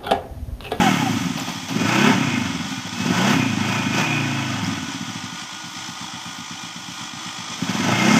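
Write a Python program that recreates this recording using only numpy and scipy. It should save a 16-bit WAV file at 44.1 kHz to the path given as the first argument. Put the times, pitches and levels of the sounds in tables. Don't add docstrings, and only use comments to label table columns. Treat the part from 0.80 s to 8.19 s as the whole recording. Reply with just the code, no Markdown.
import sys
import numpy as np
from scipy import signal
from scipy.fft import rfft, irfft, next_fast_len
from scipy.io import wavfile

SR = 44100
rng = np.random.default_rng(int(sys.argv[2]) if len(sys.argv) > 2 else 0)


def generate_wav(signal):
    frames = np.transpose(np.atleast_2d(signal))
    scaled = np.clip(frames, -1, 1) * 32767
    pcm = np.round(scaled).astype(np.int16)
    wavfile.write(sys.argv[1], SR, pcm)


def undo_db(level):
    steps = np.asarray(level, float) / 20
    return 10 ** steps


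N = 325899


def rms_one(x):
    return x / np.sqrt(np.mean(x ** 2) + 1e-20)


def in_time(rows):
    s, *columns = np.transpose(rows)
    return [np.interp(np.arange(N) / SR, s, c) for c in columns]


def spell(s, length):
    return np.exp(-(2 * (np.arange(N) / SR - s) / length) ** 2)


def swells(rows):
    return sum(height * spell(s, length) for s, length, height in rows)


def drift(rate):
    knots = rng.standard_normal(int(N / SR * 200) + 2)
    return rms_one(np.interp(np.arange(N) / SR * rate, np.arange(len(knots)), knots))


def resonate(x, hz, width):
    r = np.exp(-np.pi * width / SR)
    poles = [1, -2 * r * np.cos(2 * np.pi * hz / SR), r * r]
    return signal.lfilter([(1 - r * r) / 2, 0, (r * r - 1) / 2], poles, x + 1e-18)


def peak(hz, centre, width):
    return 1 / (1 + (2 * (hz - centre) / width) ** 2)


def cut(x, hz, kind):
    return signal.sosfilt(signal.butter(4, hz, kind, fs=SR, output="sos"), x)


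def colour(x, spectrum, modes, panels_db=2.5):
    size = next_fast_len(N)
    hz = np.maximum(np.arange(size // 2 + 1) * SR / size, 1)
    f, level_db = np.transpose(spectrum)
    db = np.interp(np.log(hz), np.log(f), level_db)
    db += sum(lift_db * peak(hz, mode_hz, width) for mode_hz, width, lift_db in modes)
    db += panels_db * np.interp(hz / 45, np.arange(600), rng.standard_normal(600))
    return irfft(rfft(x, size) * undo_db(db), size)[:N]


def cycle(turn, share, times=1):
    return np.cos(2 * np.pi * times * (turn - share))


def plinks(rows, width):
    out, age = np.zeros(N), np.arange(900) / SR
    for s, hz, peak_db in rows:
        start = int(s * SR)
        ring = np.exp(-np.pi * width * age) * np.sin(2 * np.pi * hz * age)
        out[start:start + len(age)] += undo_db(peak_db) * ring
    return out


def whine(rows, wobble_hz, flutter_db):
    hz, level_db = in_time(rows)
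    first, last = rows[0][0], rows[-1][0]
    on = np.interp(np.arange(N) / SR, [first - .05, first, last, last + .05], [0, 1, 1, 0])
    phase = 2 * np.pi * np.cumsum(hz + wobble_hz * drift(40)) / SR
    return np.sqrt(2) * on * undo_db(level_db + flutter_db * drift(40)) * np.sin(phase)


def answer(law, rate, opened):
    return law[0] + law[1] * 20 * np.log10(rate / 25) + law[2] * opened


# opens [t/s], shuts [t/s], depth [0-1]
THROTTLE = [
    (-.2, 0.036, 0.24),
    (0.896, 1.277, 0.69),
    (2.093, 2.497, 0.73),
    (2.808, 2.95, 0.46),
    (3.096, 3.189, 1.02),
    (6.688, 7.5, 0.72),
]


def throttle():
    t, open_s, shut_s = np.arange(N) / SR, 0.051, 0.071
    return sum(depth * np.interp(t, [on, on + open_s, off, off + shut_s], [0, 1, 1, 0])
               for on, off, depth in THROTTLE)


# t/s, firings [per s]
CRANK = [(0.0, 47.56), (0.819, 11.42), (1.083, 29.12), (1.325, 38.53), (2.112, 11.9), (2.372, 28.88),
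         (2.531, 35.24), (2.753, 25.34), (2.969, 28.52), (3.118, 25.06), (3.265, 30.9), (3.838, 23.86),
         (4.222, 14.47), (4.867, 8.07), (6.759, 7.95), (6.88, 15.76), (7.061, 25.67), (7.39, 37.99)]
# t/s, lead [cycles]
AHEAD = [
    (0, 0),
    (3.15, 0),
    (3.28, .36),
    (3.75, .36),
    (3.86, 0),
    (7.39, 0),
]
# middle [t/s], length [s], early by [cycles]
SURGES = [(0.834, 0.089, 0.11), (0.967, 0.074, 0.14), (1.992, .1, 0.059), (2.133, 0.078, .1),
          (2.274, 0.09, -.05), (3.847, 0.24, 0.077), (6.70, 0.072, 0.09), (7.056, 0.045, -0.11)]


def crank():
    rate = np.exp(in_time([(s, np.log(speed)) for s, speed in CRANK])[0])
    turn = -.012 + np.cumsum(rate) / SR + rate * .008
    turn = turn + in_time(AHEAD)[0] + swells(SURGES)
    return rate, np.maximum.accumulate(turn)


def strokes(turn, size, scatter_db):
    clicks = np.diff(np.floor(turn), prepend=np.floor(turn[0]))
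    strength = undo_db(scatter_db * rng.standard_normal(400))
    return clicks * size * strength[np.floor(turn + 2).astype(int)]


# middle [t/s], length [s], f/Hz, level/dB against the exhaust
PIPE_SONGS = [(0.356, 0.11, 240, -10), (.49, .18, 247, -12), (1.036, 0.063, 252, -0.5),
              (1.598, 0.14, 241, 2), (2.795, 0.058, 235, -4), (3.08, 0.075, 248, 0),
              (3.87, 0.072, 180, -10), (4.256, 0.13, 254, -9), (7.353, 0.18, 219, 1.5)]


def pipe_song(fired, level_db):
    song, width_hz = 0, 59
    for s, length, hz, db in PIPE_SONGS:
        ring = resonate(resonate(fired / undo_db(level_db), hz, width_hz), hz, width_hz)
        song = song + undo_db(db) * spell(s, length) * rms_one(ring)
    return -undo_db(level_db) * song


# t/s, level/dB
EXHAUST = [(0, -14.5), (.3, -19.5), (.86, -33.5), (.95, -21), (1.29, -16), (1.5, -23), (2.15, -30.5),
           (2.24, -20.5), (2.5, -14.5), (2.9, -24.5), (3.9, -24.5), (4.44, -30.5), (4.72, -45.5),
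           (4.87, -38.5), (6.76, -37), (6.812, -20), (6.98, -23), (7.39, -19)]
# f/Hz, width [Hz], level/dB
SILENCER = [(107.4, 33.4, 2), (194, 44.6, 6), (270.6, 28.2, 7), (346, 43, -10.5)]
# delay [s], level/dB
PIPE_ECHOES = [(.0120, -8), (.0172, -5), (.0290, -12), (.0520, -17)]
# middle [t/s], length [s], lift
# [dB]
CRISP = [(0.097, 0.24, -14), (.95, 0.22, 3), (2.247, 0.12, 1), (2.62, 0.23, -6.5), (3.8, .25, -1),
         (4.2, 0.54, -2.5), (6.86, 0.16, -7), (7.37, .1, -4)]


def exhaust(turn, rate, opened):
    level_db, = in_time(EXHAUST)
    crisp_db = swells(CRISP)
    loaded = opened * np.clip((rate - 20) / 9.5, 0, 1)
    closing_db = answer((-4, .1, -12), rate, opened) + 15.5 * loaded + crisp_db
    pipe_db = answer((-8, -.8, -10), rate, opened) + 16 * loaded
    gulp_db = np.minimum(answer((-12, -0.023, 0.12), rate, opened), -3) + crisp_db
    closing = 0.2413 + 0.038 * opened
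    size = undo_db(level_db + 57.5) / np.sqrt(rate)

    fired = strokes(turn, size, scatter_db=1.2)
    gas = fired + undo_db(closing_db) * strokes(turn - closing, size, scatter_db=1.5)
    gas += undo_db(gulp_db - 3) * strokes(turn - .62, size, scatter_db=1.5)
    for delay, echo_db in PIPE_ECHOES:
        lag = int(delay * SR)
        bounce_db = echo_db + np.minimum(pipe_db, 0) + crisp_db + 1.5 * drift(15)
        gas[lag:] += undo_db(bounce_db)[lag:] * fired[:-lag]
    puff = (np.exp(-(turn % 1) / rate / 0.073) + 0.22) * rng.standard_normal(N)
    gas += undo_db(level_db + crisp_db + 10) * rms_one(puff)

    boom = 0
    chamber_laws = [(-1.9, -0.28, -1), (0.2, 0.014, 2.9), (-0.12, 0.25, -0.14), (4.7, 1, 7.7)]
    for k, ((hz, width, db), law) in enumerate(zip(SILENCER, chamber_laws)):
        boom = boom + undo_db(db + answer(law, rate, opened)) * (-1) ** k * resonate(gas, hz, width)
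    singing = sum(spell(s, length) for s, length, _, _ in PIPE_SONGS)
    boom = boom * undo_db(-9 * evenness() + 1 * singing)
    boom = cut(cut(cut(-boom, 81.4, "high"), 70.0, "high"), 497, "low")
    return pipe_song(np.roll(fired, int(.002 * SR)), level_db) + boom


# from [t/s], to [t/s], trim [dB], growth [dB], favoured order, its lift [dB]
HARD_PULLS = [
    (1.082, 1.287, 3.3, 7, 7, 0.5),
    (2.363, 2.512, -5, 7, 6, 8),
    (7.194, 7.287, 3, 3, 7, -5.5),
]
CRUISES = [
    (3.265, 3.753, -1.5, -3, 4, 2.5),
]
# order, level/dB rms against the exhaust
HARD_ORDERS = [(4, -17), (5, -9.5), (6, -8), (7, -5.5), (8, -14), (9, -18), (10, -12), (11, -12.5)]
CRUISE_ORDERS = [(4, -7), (5, -8), (7, -14), (8, -10), (9, -7.5), (10, -8), (11, -8), (12, -16), (13, -11)]


def steady(spells, order=0):
    share, edge_s = 0, .05
    for a, b, db, grow_db, best, lift_db in spells:
        shape = np.interp(np.arange(N) / SR, [a - edge_s, a, b, b + edge_s], [0, undo_db(-grow_db), 1, 0])
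        share = share + undo_db(db + lift_db * (round(best) == order)) * shape
    return share


def evenness():
    return steady([(a, b, 0, 0, 0, 0) for a, b, *_ in HARD_PULLS + CRUISES])


def orders_in_step(late, spells, orders, twin):
    tones = 0
    for order, db in orders:
        level = steady(spells, order) * undo_db(db + 1.8 * drift(12))
        pairing = np.sign(np.cos(np.pi * order * twin))
        slip = .07 * drift(12 / 2)
        phase = 2 * np.pi * (order * (late - twin / 2) + .9 + slip)
        tones = tones + pairing * level * np.cos(phase)
    return np.sqrt(2) * tones


def even_beat(turn, rate):
    late = turn - rate * .0072
    hard = orders_in_step(late, HARD_PULLS, HARD_ORDERS, twin=0)
    cruise = orders_in_step(late, CRUISES, CRUISE_ORDERS, twin=.38)
    band = signal.butter(2, [99, 336], "band", fs=SR, output="sos")
    return undo_db(in_time(EXHAUST)[0]) * (hard + signal.sosfiltfilt(band, cruise))


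# level/dB, lead [cycles], lift in the steady pull [dB]
ORDER_TRIMS = [(-2.5, 0.23, -6), (-1, -0.32, 6.5)]
# middle [t/s], length [s], lift [dB]
LUGS = [
    (4.0, 0.32, 6),
    (1.78, 0.28, 9),
]


def drone(turn, rate, opened):
    tones, pull = 0, spell(3.76, 0.62)
    for order, (trim_db, lead, pull_db) in zip(range(4, 6), ORDER_TRIMS):
        db = trim_db + pull_db * pull + answer((-41.5, 2.05, 4.2), rate, opened)
        db = db + 7 * peak(order * rate, 120, 53) + 0.82 * drift(27.0)
        tones = tones + np.sqrt(2) * undo_db(db) * np.cos(2 * np.pi * (order * turn + lead))
    tones = tones * undo_db(-3.5 * evenness() + swells(LUGS))
    return cut(cut(tones, 92, "high"), 92, "high")


# middle [t/s], length [s], level/dB
RUSHES = [
    (1.13, 0.37, -35.5),
    (2.45, .2, -33),
    (6.72, 0.28, -50.5),
    (7.27, .2, -31),
]


def intake():
    t = np.arange(N) / SR
    air = rms_one(cut(cut(rng.standard_normal(N), 330, "high"), 620, "low"))
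    thump = undo_db(-5.5) * np.exp(-t / 0.0056) * np.cos(2 * np.pi * 203 * (t - .001))
    return thump + air * sum(undo_db(db) * spell(s, length) for s, length, db in RUSHES)


# f/Hz, level/dB per Hz
CLATTER = [(240, -19.5), (400, -3), (480, -3), (650, 2), (965, 3), (1120, -3), (1540, -4.5), (1940, -0.5),
           (2590, -2.5), (3900, -16), (6060, -15), (10500, -38.5), (12200, -33.5), (15100, -34)]
# f/Hz, width [Hz], lift [dB]
CASING_MODES = [(639.5, 17, 1.5), (833, 94, 3), (1280, 86, 6), (1510, 58, 10.5), (2193, 52, 3.5),
                (2110, 370, -7), (2670, 150, 3), (3370, 720, 9.5)]


def clatter(turn, rate, opened):
    lag = np.exp(-1 / (0.022 * SR))
    shaken = signal.lfilter([1 - lag], [1, -lag], opened, zi=[lag * opened[0]])[0]
    casing_db = answer((-36, 2.05, 9.7), rate, shaken)
    valve_db = answer((-32, 1.6, 6.75), rate, shaken)
    hiss_db = answer((-37, 0.9, 8.86), rate, shaken)
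    hiss_db = hiss_db - 0.19 * np.clip(10 - rate, 0, 1)

    bunch_db = 0.97 * cycle(turn, .15) + 1.0 * cycle(turn, .3, 2) + 0.42 * drift(25)
    bunch_db = bunch_db + opened * (drift(70) + cycle(turn, .25))
    ticks = rng.standard_normal(N) * undo_db(1.3 * np.minimum(rng.exponential(1, N), 5))
    body = colour(ticks * undo_db(bunch_db), CLATTER, CASING_MODES)
    low = cut(body, 1800, "low")
    middle = cut(cut(body, 1800, "high"), 4000, "low")
    high = rms_one(cut(body, 4000, "high"))
    high = cut(high, 8420, "low") + undo_db(0.17 * (hiss_db + 22.0)) * cut(high, 9750, "high")
    return undo_db(casing_db) * rms_one(low) + undo_db(valve_db) * rms_one(middle) + undo_db(hiss_db) * high


# f/Hz, width [Hz]
SHIELD_MODES = [(2120, 49), (2480, 130), (2570, 70), (5600, 2400)]
# level/dB at 25 firings per s, slope [dB per dB], open throttle [dB]
SHIELD_LAWS = [(-45, 1.7, 0.6), (-48.5, 0.98, 2.8), (-54, 0.9, 5.9), (-59.5, 3.9, 3.9)]
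# swing over a cycle [dB], top [share of the cycle]
SHIELD_KICKS = [(7, 0.35), (0, 0.42), (1, 0.14), (1, 0.31)]
# shield [index], middle [t/s], length [s], lift [dB]
BUZZES = [(0, 1.48, 0.74, 7.5), (0, 2.6, 0.25, 6), (0, 7.23, 0.52, 10), (1, 1.14, 0.44, 14),
          (2, 1.2, .3, 14), (2, 2.2, 0.19, 16), (2, 2.9, 0.25, 9), (2, 7.2, .3, 12), (1, 2.64, 0.22, 16.5),
          (1, 1.536, 0.18, 16), (1, 2.98, 0.29, 13.5), (1, 3.32, 0.45, 19), (2, 3.6, 0.23, 17.5),
          (1, 7.3, .3, 11), (3, 7.3, 0.56, 15), (3, 4, 0.1, 18)]


def shields(turn, rate, opened):
    shake = rng.standard_normal(N)
    levels_db = [answer(law, rate, opened) for law in SHIELD_LAWS]
    for shield, s, length, lift_db in BUZZES:
        levels_db[int(round(shield))] += lift_db * spell(s, length)
    buzz = 0
    for (hz, width), db, (swing_db, share) in zip(SHIELD_MODES, levels_db, SHIELD_KICKS):
        kick = undo_db(swing_db * cycle(turn, share)) * shake
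        buzz = buzz + undo_db(db) * rms_one(resonate(resonate(kick, hz, width), hz, width))
    return buzz


# t/s, f/Hz, peak level/dB
KNOCKS = [(7.062, 650, -24), (7.09, 620, -17), (7.092, 830, -19), (7.124, 600, -22), (7.13, 870, -23),
          (6.90, 750, -34)]


def driveline():
    return plinks(KNOCKS, width=61)


# start [t/s], level/dB
BELT = [
    (0.001, -16),
    (0.203, -24.5),
]


def belt():
    from_hz, to_hz, glide_s, hold_s, fade_s = 880, 758, 0.0447, 0.073, 0.029
    rows = []
    for s, db in BELT:
        rows += [(s + .002, from_hz, db - 10.0),
                 (s + 0.0195, from_hz - 45, db),
                 (s + glide_s, to_hz + 30, db - 13.0),
                 (s + hold_s, to_hz, db),
                 (s + hold_s + fade_s, to_hz - 60, db - 21),
                 (s + .125, to_hz - 110, db - 30)]
    return whine(rows, wobble_hz=5.3, flutter_db=1.5)


# t/s, peak level/dB, t60 [s], fizz [dB]
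SLAPS = [(0.571, -2.5, 0.098, -3), (.59, -13, 0.34, -8), (0.673, -9.5, 0.38, -15), (0.8839, -7, 0.23, -18),
         (1.005, -28, .15, -6), (2.0644, -8, 0.072, -3), (2.1894, -21, 0.11, -6), (2.25, -13, 0.079, -3),
         (2.293, -14, 0.12, -6), (2.49, -5.5, 0.33, 3), (3.19, -26, 0.17, -3), (3.8296, -17, 0.14, 1),
         (5.54, -22, .3, -1), (6.78, -17, .2, -3), (7.105, -23, 0.16, 3)]


def slap(age, peak_db, t60):
    return undo_db(peak_db - 60 * age / max(t60, .02)) * (1 - np.exp(-age / .005))


def mud():
    t, burst, fizz = np.arange(N) / SR, 0, 0
    for s, peak_db, t60, fizz_db in SLAPS:
        age = np.maximum(t - s, 0)
        burst = burst + slap(age, peak_db - 14.0, t60)
        fizz = fizz + slap(age, peak_db + fizz_db - 27, t60 * 2.8)
    spray = rms_one(colour(rng.standard_normal(N), CLATTER, [], panels_db=1.0))
    raining = undo_db(-37.5 - 24 * t)
    lingering = undo_db(-53 + 1.7 * drift(12))
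    mist = (raining + lingering + undo_db(-27 + 8) * fizz) * rms_one(cut(spray, 7400, "high"))
    return mist + burst * (undo_db(-5.5) * spray + cut(spray, 2090, "high"))


# t/s, f/Hz, peak level/dB
DROPS = [(.599, 7300, -20.5), (.623, 5000, -26), (.6938, 6550, -25), (.7592, 5460, -27), (.8854, 6240, -24),
         (2.0931, 5410, -24), (2.3416, 5550, -31), (3.8467, 5100, -18.5), (3.8651, 5630, -21),
         (7.0838, 5640, -21)]


def drops(rate):
    dripping = 1.4 * rate / 8
    flung = 230 * np.exp(-np.arange(N) / SR / 0.13)
    strength = undo_db(4.0 * np.minimum(rng.exponential(1, N), 3))
    born = (rng.random(N) < (dripping + flung) / SR) * strength
    dealt = rng.integers(0, 14, N)
    pitches_hz = np.geomspace(900, 8000, 14)
    small = sum(resonate(born * (dealt == k), hz, hz / 12) for k, hz in enumerate(pitches_hz))
    return undo_db(-14) * small + plinks(DROPS, width=190)


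# f/Hz, level/dB per Hz
FAN = [(180, -21), (300, 1), (482, -21), (945, 4), (1650, -5), (2070, 0.5), (2700, -4), (3340, -1),
       (3930, -6), (6120, -5), (8210, -11.5), (10700, -31.5), (12200, -58), (15100, -54)]
# f/Hz, width [Hz], lift [dB]
FAN_MODES = [(547, 170, 6), (718, 165, 6), (882, 18, 6.5), (1004, 68, 4), (1230, 58, 10.5), (2100, 58, 1.5),
             (2420, 50, 9), (2933, 75, 8), (3087, 120, 3.5), (3373, 170, 7.5), (5070, 1200, 5),
             (5950, 340, 4)]


def fan(turn):
    beat = np.cos(2 * np.pi * np.cumsum(52.65 + 0.72 * drift(2.99)) / SR)
    sway_db = 2.0 * beat + 0.37 * cycle(turn, .1) + 0.29 * cycle(turn, .1, 2) + .9 * drift(15)
    sway_db = sway_db + 2 * spell(6.79, 0.74)
    rush = rng.standard_normal(N) * undo_db(sway_db)
    return undo_db(-34) * rms_one(colour(rush, FAN, FAN_MODES, panels_db=3.0))


# t/s, f/Hz, level/dB
WINCH = [(.9, 1458, -65), (1.6, 1457, -46), (3.2, 1505, -47.5), (3.8, 1478, -45), (4.7, 1448, -46),
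         (6.3, 1440, -50), (6.9, 1434, -59)]


def winch():
    return whine(WINCH, wobble_hz=1.5, flutter_db=1.2)


def rumble():
    level_db = -66 + 0.93 * in_time(EXHAUST)[0] - 2 + 3.6 * drift(4.6)
    return undo_db(level_db) * rms_one(cut(cut(rng.standard_normal(N), 100, "low"), 34, "high"))


def scene():
    opened = throttle()
    rate, turn = crank()
    quad = exhaust(turn, rate, opened) + even_beat(turn, rate) + drone(turn, rate, opened) + intake()
    quad += clatter(turn, rate, opened) + shields(turn, rate, opened) + driveline() + belt()
    quad += mud() + drops(rate) + fan(turn) + winch() + rumble()
    return (quad - 0.31 * resonate(quad, 452, 79))[None]


def band_limit(x):
    return signal.sosfilt(signal.butter(12, 15400, fs=SR, output="sos"), x)


def record(dry):
    top_cut = signal.ellip(12, .5, 55, 15200, fs=SR, output="sos")
    mix = signal.sosfilt(top_cut, 1.37 * np.tanh(dry / 1.26))
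    return band_limit(mix)


dry = scene()
out = record(dry)
generate_wav(out)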